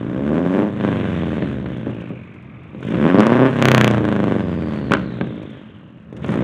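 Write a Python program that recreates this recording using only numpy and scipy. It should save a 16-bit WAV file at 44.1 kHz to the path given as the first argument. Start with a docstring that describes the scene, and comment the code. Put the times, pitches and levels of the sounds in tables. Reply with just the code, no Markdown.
"""Revving a loud exhaust

A parked four-cylinder car revs twice through a straight pipe in an open lot, and a third rev begins.
Uneven firings thump and rasp; the hardest ones crack, and as the revs fall fuel bangs in the pipe.
The turbo sheds its air and whistles down, buildings echo, and sharp cracks overload the microphone."""
import sys
import numpy as np
from scipy import signal
from scipy.fft import rfft, irfft, next_fast_len
from scipy.io import wavfile
from scipy.ndimage import uniform_filter1d

SR = 44100
rng = np.random.default_rng(int(sys.argv[2]) if len(sys.argv) > 2 else 0)


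def output_pcm(signal):
    """Save a mono or channel-first signal as 16-bit PCM at the path in sys.argv[1].

    Samples are clipped to [-1, 1] before scaling.
    """
    pcm = np.clip(np.atleast_2d(signal).T, -1, 1) * 32767
    wavfile.write(sys.argv[1], SR, np.round(pcm).astype(np.int16))


N = 283563
TIME = np.arange(N) / SR
FRONT_LAG_S = .0003  # the steep front rides on the crest of the thump


# Loud pulses steepen down the pipe, soft ones drown in the gas: (thump level [dB], front weight [gain])
STEEPENING = [(-33.5, 0.72), (-15.5, 0.84), (-8, 2.34)]
def exhaust(times, strength, thump_db=-1, rasp_db=-2, hiss_db=-3):
    """Each pulse is a thump with a steep front, sharper when strong, and a puff of turbulent gas."""
    rate, throttle, lumpy = engine_state()
    thump_level, rasp_level, hiss_level = exhaust_levels(rate, throttle)
    push = clicks(times - FRONT_LAG_S, strength)
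    front = clicks(times, strength ** 1.5)
    steepness = np.interp(20 * np.log10(thump_level), *np.transpose(STEEPENING))
    body = from_db(thump_db) * thump_level * thumps(push, rate, throttle, lumpy)
    edge = from_db(rasp_db) * rasp_level * rasp(front, steepness, throttle, lumpy)
    air = from_db(hiss_db) * hiss_level * gas_hiss(front)
    return body + surges() * (edge + air)


# Body of one exhaust pulse: (frequency [Hz], relative level [dB])
THUMP_SPECTRUM = [(25, -69), (48, -52), (72, -1), (125, 6.5), (200, 6), (300, 3), (400, -1), (540, -4),
                  (780, -14), (1200, -15), (2500, -76.5), (6000, -104)]
# How hot, fast gas recolours it: (frequency [Hz], relative level [dB])
HOT_PIPE_EQ = [(60, -7.5), (110, -13.5), (143, 3), (205, 1.5), (265, 9.5), (310, 3.5), (400, 7.5),
               (460, 1.5), (520, 7), (700, 8), (1200, 5)]
def thumps(push, rate, throttle, lumpy, rumble=.85):
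    """The low blow of each pulse: clean at speed, rumbling and ringing in the pipe near idle."""
    blow = coloured(push + rumble * lumpy * puffs(push, .006), THUMP_SPECTRUM)
    # under load at speed the deepest bass fades and the tailpipe's throat sings out
    heat = throttle * np.interp(rate, [55, 95], [.35, 1])
    hot = coloured(blow, HOT_PIPE_EQ)
    blow = blow + heat * (hot * blow.std() / hot.std() - blow)
    ringing = np.interp(rate, [60, 90, 130], [1, .6, .25])  # fast flow damps the resonances
    return evened(lot_echo(blow + ringing * (pipe(blow) - blow)))


# Midrange bite of the pulse fronts: (frequency [Hz], relative level [dB])
RASP_SPECTRUM = [(60, -14), (300, 5), (600, 9.5), (800, 0.5), (1100, 5.5), (1300, 3), (1550, 6.5),
                 (2000, -1), (2800, -6), (3500, -9), (4400, -23), (6000, -65.5), (10000, -48), (16000, -74)]
def rasp(front, steepness, throttle, lumpy, grit_low_hz=620, bark_hz=(480, 1250)):
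    """Steep fronts and turbulence rasp; under load each pulse also barks in the tailpipe's throat."""
    turbulence = .65 * evened(puffs(front, .003)) + (.42 + lumpy) * rng.standard_normal(N)
    grit = filtered(turbulence, 3, grit_low_hz, "high")
    buzz = evened(lot_echo(coloured(steepness * evened(front) + grit, RASP_SPECTRUM)))
    bark = filtered(steepness * front + .5 * puffs(front, .015), 2, bark_hz, "band")
    return buzz + .79 * throttle * evened(lot_echo(bark))


# Sizzle of escaping gas: (frequency [Hz], relative level [dB])
HISS_SPECTRUM = [(1500, -38.5), (3500, -7.5), (4800, -8.5), (6300, -5), (7500, -7.5), (10000, -14),
                 (12000, -23), (16000, -34)]
def gas_hiss(front, steady=.49):
    """Gas leaves the pipe in short puffs over a steady stream."""
    flow = evened(puffs(front, .003)) + steady * rng.standard_normal(N)
    return evened(coloured(flow, HISS_SPECTRUM))


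def surges(depth_db=1.7, cutoff_hz=11):
    """Uneven combustion: a gain that swells and sinks at random several times a second."""
    slow = filtered(rng.standard_normal(N + SR), 2, cutoff_hz)[SR:]
    return from_db(depth_db * slow / slow.std())


# Standing waves of the pipe, mostly about 48 Hz apart: (frequency [Hz], peak gain [dB])
PIPE_MODES = [(54, 16), (125, 3), (175, 7), (216, 5.5), (264, 2.5), (310, 2.5), (359, -3), (410, 2.5),
              (459, -10.5), (510, 1), (560, 2), (612, 0)]
def pipe(x, width_hz=14, through=.62):
    """Part of the sound passes straight through the pipe and part rings at its standing waves."""
    size = next_fast_len(N + SR)
    size += size % 2
    hz = np.maximum(np.arange(size // 2 + 1) * SR / size, 1)
    ring = sum(from_db(db) / (1 + 1j * (hz / mode - mode / hz) * mode / width_hz)
               for mode, db in PIPE_MODES)
    return irfft(rfft(x, size) * (through + ring), size)[:N]


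# The engine's climb, one curve per rev: (time [s], firing rate [Hz])
PULLS = [
    [(-.2, 44), (.1, 59.9), (.5, 91.5), (.7, 105.2), (.78, 106.1)],
    [(2.7, 37), (2.8, 42), (3.0, 70), (3.2, 103.3), (3.35, 122), (3.47, 133.5), (3.52, 138.3)],
    [(6.1, 37), (6.25, 47), (6.43, 66)],
]
def engine_speed(idle_hz=26, knee_hz=48, slowing_hz_per_s=54.5):
    """The firing rate climbs with each pull; friction then slows it steadily, easing off near idle."""
    rate = np.zeros(N)
    for pull in PULLS:
        top_s, top_hz = pull[-1]
        decay = np.exp(-slowing_hz_per_s * (TIME - top_s) / knee_hz)
        coast = idle_hz + knee_hz * np.arcsinh(np.sinh((top_hz - idle_hz) / knee_hz) * decay)
        rev = np.where(TIME < top_s, automation(pull)[0], coast)
        rate = np.where(TIME < pull[0][0], rate, rev)
    return rate


# The driver's foot: (press [s], lift [s], pedal depth [0-1])
PEDAL_MOVES = [(-.3, 0.698, 0.44), (2.67, 3.494, 0.99), (6.078, 6.602, 1.0)]
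def engine_state(press_s=.25, release_s=.035):
    """The engine's controls: firing rate, throttle (1 while open) and lumpiness (1 near idle)."""
    rate = engine_speed()
    throttle = sum(gate(press, lift + release_s / 2, press_s, release_s)
                   for press, lift, _ in PEDAL_MOVES)
    lumpy = np.clip((66 - rate) / 20, 0, 1)
    return rate, throttle, lumpy


# Exhaust balance before trims, throttle shut: (firing rate [Hz], thump [dB], rasp [dB], hiss [dB])
COASTING_MIX = [(38, -41, -59.5, -84), (46.3, -39.5, -52.5, -79), (54.8, -27, -43.5, -73),
                (77, -21, -36.5, -62.5), (112.3, -16, -30.5, -57), (124.4, -11.5, -22, -49)]
# The same with the pedal on the floor: (firing rate [Hz], thump [dB], rasp [dB], hiss [dB])
FLOORED_MIX = [(42, -25, -24, -40), (61.6, -17, -35, -60), (86, -14, -22, -58), (129, -14, -22.5, -58)]
# Curve of the pedal's crossfade between the two: (thump [exponent], rasp [exponent], hiss [exponent])
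PEDAL_CURVES = (1, 10.2, 1.6)
# Speeds at which the pipe booms under load: (firing rate [Hz], thump boost [dB])
BOOMS = [(78, 3), (100, 3.5), (131, 7.5)]
def exhaust_levels(rate, throttle, boom_width_hz=5.4, slack_after_s=.031, slack_s=.089, slack_db=-7):
    """Thump, rasp and hiss gains ride on speed and pedal, and go slack for a moment at each lift."""
    pedal, slack = np.zeros(N), 0
    for press, lift, depth in PEDAL_MOVES:
        pedal = np.where(TIME < press, pedal, depth)
        slack = slack + np.exp(-((TIME - lift - slack_after_s) / slack_s) ** 2)
    boom_db = throttle * sum(db * np.exp(-((rate - hz) / boom_width_hz) ** 2) for hz, db in BOOMS)
    layers = zip(automation(COASTING_MIX, rate), automation(FLOORED_MIX, rate), PEDAL_CURVES)
    levels = []
    for coasting_db, floored_db, power in layers:
        load = (throttle * pedal) ** power
        levels.append((1 - load) * coasting_db + load * floored_db + slack_db * slack)
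    thump_db, rasp_db, hiss_db = levels
    return from_db(thump_db + boom_db), from_db(rasp_db + boom_db / 2), from_db(hiss_db)


# Cylinders in firing order; 0 and 3 share the longer header and are the louder pair off throttle:
# (coasting lag [s], coasting level [dB], loaded lag [s], loaded level [dB])
CYLINDERS = [(.0023, 0, .0013, -4), (0, -6.9, .0006, .3), (.0011, -6.2, .0005, 0), (.0022, .8, .0007, -4.5)]
def firings(rate, throttle, lumpy):
    """Times and strengths of the pulses: a strong pair and a weak pair in turn make the burble."""
    times, cylinder = crank_turns(rate)
    coast_lag, coast_db, load_lag, load_db = np.array(CYLINDERS)[cylinder].T
    load, lumpy = np.interp(times, TIME, throttle), np.interp(times, TIME, lumpy)
    lag_s = coast_lag + load * (load_lag - coast_lag)
    level_db = (1 - lumpy / 2) * (coast_db + load * (load_db - coast_db))
    jitter_s = .0001 + .0011 * lumpy
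    scatter_db = .8 + .4 * load + 8.5 * lumpy
    chance = rng.standard_normal((len(times), 2))
    return times + lag_s + jitter_s * chance[:, 0], from_db(level_db + scatter_db * chance[:, 1])


# Sync points for the crank's position: (time [s], cylinder that fires [0-3])
CRANK_CUES = [(.462, 1), (.59, 1), (0.81, 0), (1.054, 0), (3.066, 2), (3.196, 2), (3.269, 2), (3.463, 2),
              (3.6246, 0), (3.9119, 0), (4.4063, 0)]
def crank_turns(rate, count=4):
    """The crank gives each cylinder its turn: when it comes, and whose it is."""
    cycles = np.cumsum(rate) / SR / count
    cue_s, cylinder = np.transpose(CRANK_CUES)
    cue_s = cue_s - np.array(CYLINDERS)[cylinder.astype(int), 0]
    offset = np.interp(cue_s, TIME, cycles) - cylinder / count
    slip = np.unwrap(2 * np.pi * offset) / (2 * np.pi)
    fired = (cycles - np.interp(TIME, cue_s, slip)) * count
    number = np.arange(np.ceil(fired[0]), fired[-1]).astype(int)
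    return np.interp(number, fired, TIME), number % count


# Hard firings, under load and as the revs fall: (time [s], front drive [dB], thump level [dB])
CRACKS = [(0.375, -13, -14), (0.462, -15, -14), (0.549, -21, -18), (0.59, -40, -16), (0.81, -7, -23.5),
          (0.849, -4, -8), (0.888, -11, -12), (0.928, -7, -20), (0.97, -16, -35), (1.012, -14, -39),
          (1.054, -11, -38), (1.236, -16, -18), (1.334, -32, -18), (1.385, -26, -16.5), (3.029, -25, -18),
          (3.054, -18, -11.5), (3.066, -17, -10.5), (3.102, -12, -22.5), (3.146, -13, -3),
          (3.156, -11, -22), (3.186, -4, -7.5), (3.196, -1, -3), (3.205, 5, -9), (3.269, 4.5, -12),
          (3.305, -14, -18), (3.32, -2, -2.5), (3.353, -4, -16), (3.416, -12, -7), (3.461, -6, -16.5),
          (3.625, 7.5, -43), (3.655, 9, -25), (3.686, 9, -36), (3.717, 9, -22), (3.748, 9.5, -9),
          (3.78, 8, -28), (3.812, 8.5, -22), (3.845, 8.5, -21.5), (3.878, 7, -28), (3.912, 3, -17),
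          (3.946, -1.5, -31), (3.981, -2.5, -16), (4.053, -1, -29), (4.089, -1.5, -21), (4.127, -2, -15),
          (4.165, -2, -20), (4.203, -3, -12), (4.243, -1.5, -11.5), (4.283, -18, -9.5), (4.324, -3, -9),
          (4.364, -26, -10), (4.406, -11, -21)]
def cracks(firing_times, neighbour_front_db=-12, neighbour_thump_db=-6, low_cut_hz=140):
    """The firing nearest each cue cracks, with a shock on top and a harder thump."""
    cue_s, front_db, thump_db = np.transpose(CRACKS)
    nearest = np.abs(firing_times - cue_s[:, None]).argmin(axis=1)
    # off throttle the firing before a crack snaps too, more softly
    _, throttle, _ = engine_state()
    shut = np.interp(cue_s, TIME, throttle) < .5
    times = np.r_[firing_times[nearest], firing_times[nearest[shut] - 1]]
    front_db = np.r_[front_db, front_db[shut] + neighbour_front_db]
    thump_db = np.r_[thump_db, thump_db[shut] + neighbour_thump_db]
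    thump = coloured(clicks(times - FRONT_LAG_S, from_db(thump_db)), THUMP_SPECTRUM)
    snap = shock_fronts(times, front_db, edge_db=-6.5, shock_db=-16.5,
                        grit=.4, grit_s=.012, grit_low_hz=890)
    return lot_echo(filtered(thump, 2, low_cut_hz, "high") + snap)


# Fuel going off in the pipe: (time [s], front drive [dB], thump level [dB])
BACKFIRES = [(1.4236, -16, -13), (1.661, -19.5, -23), (1.8688, -34, -12.5), (2.105, -37, -20.5),
             (2.7478, -32, -24), (2.8283, -21.5, -29.5), (2.945, -16.5, -22), (4.91, -14.5, -8),
             (4.9194, -1, -41), (4.9367, 1, -17), (4.95, -10, -37), (5.2116, -14, -10.5),
             (6.1267, -37, -27), (6.2452, -14.5, -19), (6.2908, -15, -13.5)]
def backfires(burn_s=.045, low_cut_hz=125):
    """A shock, with a thump and a short roar of burning gas that ring in the pipe."""
    times, front_db, thump_db = np.transpose(BACKFIRES)
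    push = clicks(times - FRONT_LAG_S, from_db(thump_db))
    boom = pipe(coloured(push + puffs(push, burn_s), THUMP_SPECTRUM))
    snap = shock_fronts(times, front_db, edge_db=2, shock_db=-4, grit=1, grit_s=.0044, grit_low_hz=250)
    return lot_echo(filtered(boom, 2, low_cut_hz, "high") + snap)


# Thin, bright snap of a shock wave: (frequency [Hz], relative level [dB])
SHOCK_SPECTRUM = [(100, -22.5), (600, -14), (1500, 29.5), (3400, 20.5), (4400, 4.5), (6000, 6), (8500, -1),
                  (11000, -18), (16000, -22)]
def shock_fronts(times, drive_db, edge_db, shock_db, grit, grit_s, grit_low_hz):
    """A pop's sharp edge and gritty wake: the harder it is, the more of it steepens into a shock."""
    front = clicks(times, from_db(drive_db))
    wake = filtered(puffs(front, grit_s), 2, grit_low_hz, "high")
    edge = coloured(front + grit * wake, RASP_SPECTRUM)
    shock = coloured(clicks(times, from_db(drive_db) ** 2.48), SHOCK_SPECTRUM)
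    return from_db(edge_db) * edge + from_db(shock_db) * shock


# Small splutters in the pipe: (time [s], relative level [dB])
SPITS = [(1.684, -49), (1.771, -43), (1.81, -50), (1.905, -45), (1.945, -46), (2.01, -42), (2.089, -48),
         (2.155, -55), (2.237, -58), (2.341, -50), (2.424, -51), (2.633, -51.5), (5.267, -47), (5.355, -49),
         (5.428, -44), (5.503, -45), (6.127, -47), (6.166, -37)]
def spits(decay_s=.0075, rush_db=8):
    """At low revs the mixture burns unevenly and the pipe spits."""
    times, db = np.transpose(SPITS)
    spit = puffs(clicks(times, from_db(db)), decay_s)
    return lot_echo(coloured(spit, HISS_SPECTRUM) + from_db(rush_db) * coloured(spit, RUSH_SPECTRUM))


# Swells of air through the turbo: (time [s], level [dB])
RUSH_LEVEL = [(0.74, -53), (0.82, -43.5), (1.15, -41), (1.52, -46.5), (1.64, -57), (1.72, -46.5),
              (2.1, -63), (2.4, -63.5), (2.76, -60.5), (2.88, -41.5), (3.5, -57), (3.95, -52), (4.6, -51),
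              (5.1, -51.5), (5.6, -54.5), (6.15, -76.5), (6.24, -46), (6.43, -46)]
# Breathy colour of rushing air: (frequency [Hz], relative level [dB])
RUSH_SPECTRUM = [(500, -28), (1500, 8.5), (2200, 11), (2900, 8), (3600, 7), (4200, -18), (5200, -25.5),
                 (6400, -18.5), (7500, -27.5), (10000, -25.5), (16000, -69)]
def air_rush(flutter=.4):
    """Air is gulped as the throttle opens and escapes once it shuts, fluttering with each crank turn."""
    air = coloured(rng.standard_normal(N), RUSH_SPECTRUM)
    throb = 1 + flutter * np.cos(np.pi * np.cumsum(engine_speed()) / SR)
    return from_db(automation(RUSH_LEVEL)[0]) * throb * air / air.std()


# The turbo's glide after each full rev: (time [s], pitch [Hz], level [dB])
RUN_DOWNS = [
    [(1.0, 5120, -76), (1.45, 4130, -62), (1.75, 3100, -63), (2.05, 2520, -50), (2.4, 2274, -54.5),
     (2.8, 2360, -56), (3.1, 2840, -68)],
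    [(4.1, 5670, -61), (4.7, 4550, -56), (5.03, 4180, -56), (5.25, 3610, -56), (5.5, 3300, -57),
     (5.8, 2945, -61.5), (6.1, 2690, -68.5), (6.4, 2800, -72)],
]
def turbo_whistle(throb_depth=.65, pure_tone=.15, width_hz=260, top_cut_hz=4250):
    """A breathy whistle sinks as the turbo slows and throbs with the firings."""
    whistle = 0
    for run_down in RUN_DOWNS:
        hz, db = automation(run_down)
        waver = filtered(rng.standard_normal((2, N)), 2, width_hz)
        waver = waver / waver.std()
        carrier = np.exp(2j * np.pi * np.cumsum(hz) / SR)
        tone = np.real((pure_tone + waver[0] + 1j * waver[1]) * carrier)
        fade = gate(run_down[0][0], run_down[-1][0], rise_s=.1, fall_s=.091)
        whistle = whistle + fade * from_db(db) * tone / tone.std()
    throb = 1 + throb_depth * np.cos(2 * np.pi * np.cumsum(engine_speed()) / SR)
    return filtered(whistle * throb, 6, top_cut_hz)  # the whistle dulls at its highest pitches


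# Dark colour of the machinery: (frequency [Hz], relative level [dB])
ENGINE_BAY_SPECTRUM = [(30, -20.5), (80, 9.5), (130, 18.5), (400, -4.5), (800, -9.5), (1200, -5.5),
                       (1550, -12.5), (1900, -13), (2700, -31), (3600, -29), (4500, -45.5), (7000, -54.5),
                       (16000, -68)]
# Its rise and fall: (time [s], level [dB])
ENGINE_BAY_LEVEL = [(0, -33), (2.1, -42.5), (2.65, -38.5), (5.3, -48), (5.7, -42), (6.05, -48.5),
                    (6.25, -30.5)]
def engine_bay():
    """A low bed of mechanical noise from under the bonnet."""
    noise = coloured(rng.standard_normal(N), ENGINE_BAY_SPECTRUM)
    return from_db(automation(ENGINE_BAY_LEVEL)[0]) * noise / noise.std()


# An inverted reflection from the pipe's open end, then slaps from nearby walls:
# (delay [s], pressure [signed gain])
ECHOES = [(0.0116, -.16), (.033, .25), (0.058, .13), (0.093, .04)]
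def lot_echo(x, t60_s=.55, scatter_db=-16, build_s=.024, dull_hz=2200):
    """Direct sound, a few dull echoes and a thin scatter from parked cars and walls."""
    t = TIME[:SR]
    tail = rng.standard_normal(SR) * from_db(-60 * t / t60_s) * np.minimum(t / build_s, 1)
    tail *= from_db(scatter_db) / np.sqrt(np.sum(tail ** 2))
    for delay, share in ECHOES:
        tail[int(delay * SR)] += share
    return x + signal.oaconvolve(x, filtered(tail, 1, dull_hz))[:N]


def clicks(times, heights):
    """One-sample pushes at the given times."""
    samples = np.clip(np.round(times * SR).astype(int), 0, N)
    return np.bincount(samples, heights, N + 1)[:N]


def puffs(pushes, decay_s):
    """A burst of turbulence dies away after each push, with as much energy as the push."""
    pole = np.exp(-1 / (decay_s * SR))
    envelope = signal.lfilter([np.sqrt(1 - pole * pole)], [1, -pole], pushes + 1e-18)
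    return envelope * rng.standard_normal(N)


def coloured(x, spectrum, size=4096):
    """Shapes a sound with a spectrum's minimum-phase impulse response, scaled to peak 1."""
    hz, db = np.transpose(spectrum)
    grid = np.maximum(np.arange(size // 2 + 1) * SR / size, 1)
    gain = from_db(np.interp(np.log(grid), np.log(hz), db))
    cepstrum = irfft(np.log(gain))
    cepstrum[1:size // 2] *= 2
    cepstrum[size // 2 + 1:] = 0
    impulse = irfft(np.exp(rfft(cepstrum)))
    return signal.oaconvolve(x, impulse / np.abs(impulse).max())[:N]


def filtered(x, order, hz, kind="low"):
    """A low-, high- or band-pass filter."""
    return signal.sosfilt(signal.butter(order, hz, kind, fs=SR, output="sos"), x)


def evened(x, window_s=.031):
    """Holds the running rms at 1 and leaves the single pulses standing."""
    size = int(window_s * SR / 2)
    power = uniform_filter1d(uniform_filter1d(x * x, size), size)
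    return x / np.sqrt(np.abs(power) + 1e-14)


def automation(rows, along=TIME):
    """One curve per value column of a breakpoint table, read along time or another control."""
    points, *columns = np.transpose(rows)
    return [np.interp(along, points, column) for column in columns]


def gate(start, end, rise_s, fall_s):
    """Rises from 0 to 1 after the start and is back at 0 by the end."""
    return np.clip(np.minimum((TIME - start) / rise_s, (end - TIME) / fall_s), 0, 1)


def from_db(db):
    """Decibels to gain."""
    return 10 ** (np.asarray(db) / 20)


def scene():
    """The car in mono, heard from a few metres behind."""
    times, strength = firings(*engine_state())
    tailpipe = exhaust(times, strength) + cracks(times) + backfires() + spits()
    return (tailpipe + air_rush() + turbo_whistle() + engine_bay())[None]


def record(dry, cutoff_hz=17000):
    """The microphone soft-clips at full scale, and the very top is cut."""
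    clipped = dry / (1 + dry ** 8) ** (1 / 8)
    return signal.sosfilt(signal.cheby2(14, 70, cutoff_hz, fs=SR, output="sos"), clipped)


dry = scene()
out = record(dry)
output_pcm(out)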